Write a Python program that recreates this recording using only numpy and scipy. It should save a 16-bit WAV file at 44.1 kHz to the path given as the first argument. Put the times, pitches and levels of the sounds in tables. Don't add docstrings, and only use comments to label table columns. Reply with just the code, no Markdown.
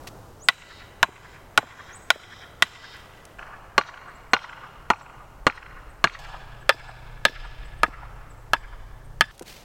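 import sys
import numpy as np
from scipy import signal
from scipy.fft import rfft, irfft, next_fast_len
from scipy.io import wavfile
from scipy.ndimage import uniform_filter1d

SR = 44100
rng = np.random.default_rng(int(sys.argv[2]) if len(sys.argv) > 2 else 0)


def store_wav(level_fs):
    pcm = np.round(np.clip(np.atleast_2d(level_fs), -1, 1) * 32767)
    wavfile.write(sys.argv[1], SR, pcm.T.astype(np.int16))


N = 425124
TIME = np.arange(N) / SR
CUTOFF_HZ = 16300

JUMPS_S = (0, 3.385, 6.19, 9.314)


def from_db(db):
    return 10 ** (np.asarray(db) / 20)


def unit(x):
    return x / np.sqrt(np.sum(x ** 2) + 1e-20)


def in_time(rows):
    s, *columns = np.transpose(rows)
    return [np.interp(TIME, s, c) for c in columns]


def at_hz(rows, hz):
    points, *columns = np.transpose(rows)
    return [np.interp(np.log(hz + 1e-9), np.log(points), c) for c in columns]


def band(x, low_hz, high_hz, order=2):
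    sos = signal.butter(order, [low_hz, min(high_hz, .45 * SR)], "band", fs=SR, output="sos")
    return signal.sosfilt(sos, x + 1e-18)


def add(out, s, x):
    i = max(round(s * SR), 0)
    out[i:i + len(x)] += x[:max(N - i, 0)]


def drift(points_per_s, size):
    steps = np.arange(size) / SR * points_per_s
    return np.interp(steps, np.arange(8192), rng.standard_normal(8192))


def noise(colour):
    gain = from_db(at_hz(colour, np.fft.rfftfreq(N, 1 / SR))[0])
    gain[0] = 0
    return unit(irfft(rfft(rng.standard_normal(N)) * gain, N)) * np.sqrt(N)


def dying_noise(table, t):
    hz, out = np.fft.rfftfreq(len(t), 1 / SR), 0
    white = rfft(rng.standard_normal(len(t)))
    centres = np.array(table)[:, 0]
    for k, (_, db, t60) in enumerate(table):
        only_this = np.eye(len(table))[k]
        share = at_hz(np.c_[centres, only_this], hz)[0] * (hz > 40) * (hz < CUTOFF_HZ)
        dying = irfft(white * share, len(t)) * from_db(-60 * t / t60)
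        out = out + unit(dying) * from_db(db) * np.linalg.norm(share)
    return unit(out)


# frequency in Hz, relative density in dB per Hz, decay by 60 dB in seconds.
FOREST = [(108, -51, 1.0), (394, -7, 3.8), (930, 7, 2.24), (1850, -1, 3.42), (2650, 1, 2.2),
          (4100, -2.5, 1.59), (7560, 3.5, 1.0), (10170, -1.5, 0.54), (15000, 5, 0.3)]


def forest(x, wet_db, lumpy_db=3.0, build_s=0.024):
    t = np.arange(int(1.5 * SR)) / SR
    lumps = from_db(lumpy_db * drift(153.3, len(t)))
    wash = dying_noise(FOREST, t) * (1 - np.exp(-t / build_s)) * lumps
    return signal.fftconvolve(x, from_db(wet_db) * unit(wash))[:N]


# frequency in Hz, relative density in dB per Hz.
TREETOP_COLOUR = [(50, 2.5), (110, 3.3), (220, -7), (400, -4.5), (800, -6), (1300, -11), (2200, -24),
                  (4000, -26.5), (7000, -27.5), (10000, -31), (15500, -32)]
# time in seconds, rms level in dB.
TREETOP_LEVEL = [(0, -43), (.45, -48.5), (3.3, -49), (3.45, -51), (9.64, -51.5)]


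def treetops():
    return from_db(in_time(TREETOP_LEVEL)[0]) * noise(TREETOP_COLOUR)


# frequency in Hz, relative density in dB per Hz.
WIND_COLOUR = [(15, -4.5), (33, 3), (48, -1.5), (70, -14.5), (110, -18.5), (180, -39), (400, -80)]
# time in seconds, level in dB about which gusts play.
WIND_LEVEL = [(0, -76), (3.3, -66), (3.4, -52), (4.8, -56), (5.1, -47.5), (7.7, -39.5), (9.29, -40),
              (9.36, -51)]


def wind(gust_db=2.0, gusts_per_s=6.0):
    level_db = in_time(WIND_LEVEL)[0] + gust_db * drift(gusts_per_s, N)
    return from_db(level_db) * noise(WIND_COLOUR)


# time in seconds, firing rate in Hz, overall gain in dB.
ENGINE = [(3.35, 35, -69), (3.42, 35, -58), (6.18, 34.2, -58), (6.2, 30.5, -48.5), (8.35, 29.4, -48),
          (8.55, 27, -46), (8.8, 25, -53), (9.1, 31, -43), (9.3, 31.5, -46), (9.33, 31.5, -68)]
# multiple of the firing rate, relative level in dB.
ENGINE_ORDERS = [(3, -10), (4, -1), (5, -8), (6, -20)]


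def engine(waver_db=1.6):
    hz, db = in_time(ENGINE)
    turn = 2 * np.pi * np.cumsum(hz) / SR
    hum = 0
    for k, level in ENGINE_ORDERS:
        hum = hum + from_db(level + waver_db * drift(3.1, N)) * np.sin(round(k) * turn)
    return from_db(db) * hum


def whistle(hz, waver=.02):
    return np.sin(2 * np.pi * np.cumsum(hz * (1 + waver * drift(700, len(hz)))) / SR)


# time into the call in seconds, pitch in Hz, relative level in dB.
CALL = [(0, 5300, -20), (.024, 6000, -11), (.033, 6600, -2), (.044, 6850, -2), (.054, 8200, 0),
        (.066, 8050, -1), (.08, 7500, -9)]
# start in seconds, level in dB.
CALLS_HEARD = [(0.389, -43), (1.903, -43.5)]
# start in seconds, glide in Hz per second, level in dB.
PEEPS = [(4.14, 14000, -58), (4.305, 35000, -55), (5.005, 4000, -55), (6.87, 12000, -57),
         (7.64, 16000, -58), (8.289, -35000, -55)]
PEEP_HZ, PEEP_SPREAD_HZ, PEEP_S = 8100, 500, .042
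FAINT_PEEPS_PER_S, FAINT_PEEP_DB, GLIDE_SPREAD_HZ_PER_S = 1.6, -61, 18000


def birds(wet_db=-9, count=40):
    out = np.zeros(N)
    knots, hz, db = np.transpose(CALL)
    t = TIME[:int(knots[-1] * SR)]
    shape = from_db(np.interp(t, knots, db)) * signal.windows.tukey(len(t), .2)
    for s, call_db in CALLS_HEARD:
        add(out, s, from_db(call_db) * shape * whistle(np.interp(t, knots, hz)))
    times = JUMPS_S[1] + np.cumsum(rng.uniform(.5, 1.5, count)) / FAINT_PEEPS_PER_S
    faint = [(s, rng.normal(0, GLIDE_SPREAD_HZ_PER_S), FAINT_PEEP_DB) for s in times]
    t = TIME[:int(PEEP_S * SR)]
    for s, glide, peep_db in list(PEEPS) + faint:
        pitch = rng.normal(PEEP_HZ, PEEP_SPREAD_HZ) + glide * (t - PEEP_S / 2)
        add(out, s, from_db(peep_db) * np.hanning(len(t)) * whistle(pitch))
    return out + forest(out, wet_db)


# frequency in Hz, relative density in dB per Hz.
BRUSH_COLOUR = [(150, -3.5), (350, -5.5), (1200, -10), (2500, -5), (5500, -9), (10000, -17.5), (16000, -18)]
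# start in seconds, length in seconds, level at the peak in dB.
STRIDES = [(0.069, 0.022, -37), (2.88, 0.48, -59), (9.3, 0.15, -53), (9.445, 0.21, -42.5)]
STRIDE_RISE = .17
STRIDE_FADE_DB = 14


def grass(rough_db=2.2):
    sweep = np.zeros(N)
    for s, length, db in STRIDES:
        part = np.linspace(0, 1, int(length * SR))
        rise = np.minimum(part / STRIDE_RISE, 1)
        fade = from_db(-STRIDE_FADE_DB * np.maximum(part - STRIDE_RISE, 0))
        add(sweep, s, from_db(db) * rise * fade)
    return sweep * from_db(rough_db * drift(250, N)) * noise(BRUSH_COLOUR)


def taps(events, low_hz, high_hz, t60, level_db):
    out, t = np.zeros(N), TIME[:SR // 10]
    for s, db in events:
        puff = band(rng.standard_normal(len(t)) * from_db(-60 * t / t60), low_hz, high_hz)
        add(out, s, from_db(db + level_db) * puff / np.max(np.abs(puff)))
    return out


# start in seconds, relative peak in dB.
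BUMPS = [(0.044, -43), (1.085, -37), (1.629, -32), (2.157, -33.5), (6.743, -38), (7.295, -36), (7.318, -43),
         (7.881, -35), (9.411, -32), (9.424, -38)]


def bumps():
    return taps(BUMPS, 190, 650, t60=0.038, level_db=6.5)


# start in seconds, relative peak in dB.
STALKS = [(0.0368, -35), (0.0796, -39), (2.7546, -48), (2.9674, -32), (3.253, -23.5), (9.3521, -34),
          (9.3793, -26), (9.3947, -16), (9.4232, -20), (9.4284, -26)]


def stalks():
    return taps(STALKS, 1500, 10500, t60=0.013, level_db=-9.5)


# low edge in Hz, high edge in Hz.
BLOW_BANDS_HZ = [(100, 350), (350, 750), (750, 1300), (1300, 2200), (2200, 3200), (3200, 5000),
                 (5000, 9000), (9000, 16000)]


def voiced(x, band_db):
    size = next_fast_len(2 * len(x), real=True) // 2 * 2
    hz, spectrum = np.fft.rfftfreq(size, 1 / SR), rfft(x, size)
    centres = np.sqrt(np.prod(BLOW_BANDS_HZ, axis=1))
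    for _ in range(2):
        power = np.abs(spectrum) ** 2
        energy = [2 / size * np.sum(power[(hz >= low) & (hz < high)]) for low, high in BLOW_BANDS_HZ]
        log_gain = at_hz(np.c_[centres, np.log(from_db(band_db) / np.sqrt(energy))], hz)[0]
        cepstrum = irfft(log_gain)[:size // 2]
        cepstrum[1:] *= 2
        spectrum = spectrum * np.exp(rfft(cepstrum, size))
    return irfft(spectrum)[:len(x)]


# frequency in Hz, relative density in dB per Hz, decay by 60 dB in seconds.
GRAIN = [(90, -11.5, 0.11), (306, -2, 0.052), (550, -1, 0.054), (970, -0.5, .05), (1700, -3.5, 0.037),
         (3100, -5, 0.041), (4900, -11.5, .032), (8500, -19, 0.047), (12000, -23.5, 0.013),
         (15500, -27, .025)]


def blow(t, band_db, main_hz, modes, grain_db, main_db, swell_s, main_width_hz, crack_db=-5, crack_s=0.0007):
    hz, width, db = np.transpose(modes)[:, :, None]
    strength = from_db(db + rng.normal(0, 2.0, hz.shape)) * width * rng.choice([-1, 1], hz.shape)
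    wood = unit(np.sum(strength * np.exp(-np.pi * width * t) * np.sin(2 * np.pi * hz * t), axis=0))
    main = unit(np.exp(-np.pi * main_width_hz * t) * np.cos(2 * np.pi * main_hz * t))
    ring = unit((wood + from_db(main_db) * main) * (1 - np.exp(-t / swell_s)))
    snap = rng.standard_normal(len(t)) * np.exp(-t / crack_s)
    crack = unit(band(snap, 1330, 3670, order=1))
    grain = dying_noise(GRAIN, t)
    return voiced(ring + from_db(grain_db) * grain + from_db(crack_db) * crack, band_db)


def slaps(x, echoes):
    t = TIME[:SR // 2]
    paths = np.zeros(len(t))
    for delay, spread, hz, db in echoes:
        cluster = rng.standard_normal(len(t)) * np.exp(-.5 * ((t - delay) / spread) ** 2)
        paths += from_db(db) * unit(band(cluster, hz / 1.45, hz * 1.45))
    return signal.fftconvolve(x, paths)[:N]


# stake, time in seconds before a small contact delay, force in dB, hardness of contact in dB,
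# ground thud in dB, hollow knock in dB, carry to the trees in dB, strongest ring in Hz.
BLOWS = [("A", 0.485, -.7, 5.2, -2, -2.5, 0, 1970), ("A", 1.028, 1, -6.3, -1, 0, -1.5, 1600),
         ("A", 1.575, 1.5, -4.7, 2.5, 1, .5, 1424), ("A", 2.1025, -1.4, 3, -3, 4, 1.5, 1435),
         ("A", 2.622, 0, 3.4, 4.5, -1, 2.5, 1926), ("B", 3.228, 0, -2, 0, 2, 1, 1180),
         ("B", 3.776, 1.5, 1, -4, 0, .5, 1150), ("B", 4.3305, 0, 4, 0, -1.5, .5, 1470),
         ("B", 4.8985, -1, -6.7, -1, .7, -2, 1242), ("B", 5.4635, 0, -1.5, 4, 3, -.5, 1180),
         ("B", 6.0375, 0, 2, 2.5, -2, -.5, 1657), ("C", 6.143, 1.5, 2, 0, 5, .5, 1750),
         ("C", 6.692, 1.7, 3, -11, 5, 0, 1750), ("C", 7.251, -.8, 7.5, 4.5, 2, 2, 1695),
         ("C", 7.832, .3, -9.7, 2, 0, 1, 1253), ("C", 8.533, -1.5, -4.7, 1.5, -2, -1, 1667),
         ("C", 9.208, .5, 3, 4.5, -5.3, -1.5, 1700)]
HARDNESS_TILT = (-.25, .2, -.21, .29, .45, .92, .46, .41)
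HARDNESS_SING = .8


def hammering(stake, tone, modes, sing, echoes, heard, level_db, sing_db, wet_db, echo_db, front_s, contact_s,
              carry_db=7, count=3, **timbre):
    direct, singing, outward = np.zeros(N), np.zeros(N), np.zeros((count, N))
    t = TIME[:SR // 6]
    early = t[:SR // 40]
    long_ring = 0
    for hz, t60, db in sing:
        long_ring = long_ring + from_db(db) * unit(from_db(-60 * t / t60) * np.sin(2 * np.pi * hz * t))
    for s, force_db, hard_db, thud_db, knock_db, out_db, main_hz in [row[1:] for row in BLOWS if row[0] == stake]:
        start = s + contact_s
        band_db = np.array(tone) + force_db + hard_db * np.array(HARDNESS_TILT)
        band_db[:2] += thud_db, knock_db
        add(direct, start, blow(t, band_db, main_hz, modes, **timbre))
        add(singing, start, from_db(sing_db + force_db + HARDNESS_SING * hard_db) * long_ring)
        for direction in outward:
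            front = blow(early, band_db, main_hz, modes, **timbre) * np.exp(-early / front_s)
            add(direction, start, from_db(out_db) * front)
    echo = from_db(echo_db) * slaps(outward[0], echoes)
    wash = sum(forest(x + from_db(carry_db) * singing, wet_db) for x in outward)
    sound = direct + singing + echo + wash
    return from_db(level_db) * sound * (TIME > heard[0]) * (TIME < heard[1])


TONE_A = (-34.9, -27.3, -18.3, -12.4, -17, -18.6, -24.2, -33.6)
TONE_B = (-22.9, -17.7, -10.4, -11.2, -17.6, -20.7, -28.3, -41.3)
TONE_C = (-34.6, -20.5, -15.6, -11.6, -17.9, -20.7, -28.8, -34)
# frequency in Hz, width in Hz, relative height of the resonance in dB.
STAKE_A = [(665, 88, 2.5), (1090, 120, 2.5), (1470, 130, 5), (1700, 130, -1), (3140, 220, 4.5),
           (3580, 110, 0), (3850, 170, 2), (5150, 600, .5), (6680, 190, -10), (7250, 400, -3)]
STAKE_B = [(1160, 44, -2), (1425, 40, -2), (2080, 29, -12), (2815, 50, -2), (4195, 75, 3), (5720, 250, -9)]
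STAKE_C = [(612, 116, -4), (910, 40, -1), (1253, 54, -1), (1660, 70, 0), (2340, 60, -9), (2685, 57, -6),
           (3120, 200, -7), (4560, 150, -12), (5080, 250, -10)]
# frequency in Hz, decay by 60 dB in seconds, relative level in dB.
SING_A = [(1985, .07, -1.5), (3945, .07, -5), (11950, .25, -35)]
SING_B = [(1425, .08, -8), (2835, .07, -9), (4220, .07, -15)]
SING_C = [(1725, .11, -2), (3500, .095, -6), (5235, .09, -17)]
# delay in seconds, spread in seconds, centre in Hz, relative level in dB.
ECHOES_A = [(.04, .01, 2200, -28), (0.134, 0.0042, 2170, -31), (0.225, 0.01, 1340, -29),
            (0.261, .07, 4730, -24), (.325, 0.015, 1800, -31)]
ECHOES_B = [(.0320, 0.0004, 1900, -11.5), (.037, .005, 1000, -20), (.037, .009, 4500, -17),
            (.0575, .0014, 2200, -24), (.100, 0.013, 4400, -19), (.111, 0.0032, 1440, -23),
            (.1615, 0.0015, 2000, -25), (.1965, 0.002, 1900, -27.5), (.243, .006, 1430, -34),
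            (.307, .012, 1380, -28.5)]
ECHOES_C = [(0.032, 0.0022, 1850, -20), (.04, .01, 6000, -18), (0.11, 0.009, 1830, -25.5),
            (.2, 0.007, 1050, -24)]


def stakes():
    first, second, third = zip(JUMPS_S, JUMPS_S[1:])
    a = hammering("A", TONE_A, STAKE_A, SING_A, ECHOES_A, first,
                  level_db=32.5, sing_db=-31, carry_db=9.5, wet_db=-31.5, echo_db=-12,
                  front_s=0.003, contact_s=0.00122,
                  grain_db=-5, main_db=-9, swell_s=0.0024, main_width_hz=93)
    b = hammering("B", TONE_B, STAKE_B, SING_B, ECHOES_B, second,
                  level_db=28, sing_db=-24, carry_db=4.5, wet_db=-26, echo_db=-9.5,
                  front_s=0.0022, contact_s=.0036,
                  grain_db=3.5, main_db=-6, swell_s=0.0014, main_width_hz=47)
    c = hammering("C", TONE_C, STAKE_C, SING_C, ECHOES_C, third,
                  level_db=30.5, sing_db=-27, carry_db=4.5, wet_db=-29, echo_db=-12.5,
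                  front_s=0.0028, contact_s=0.000974,
                  grain_db=-1.5, main_db=-6.5, swell_s=0.00032, main_width_hz=54)
    return a + b + c


def scene():
    background = treetops() + wind() + engine() + birds()
    small = grass() + bumps() + stalks()
    return (background + small + stakes())[None]


def record(dry, threshold_db=-16, squeeze=.36, release_db_per_s=17):
    level_db = 10 * np.log10(np.maximum(uniform_filter1d(dry[0] ** 2, size=128), 1e-12))
    duck_db = squeeze * np.maximum(level_db - threshold_db, 0)
    recovery_db = release_db_per_s * TIME
    duck_db = np.maximum.accumulate(duck_db + recovery_db) - recovery_db
    x = dry * from_db(-duck_db)
    x = x / (1 + (x / .9) ** 4) ** (1 / 4)
    return signal.sosfilt(signal.ellip(10, .1, 80, CUTOFF_HZ, fs=SR, output="sos"), x)


dry = scene()
out = record(dry)
store_wav(out)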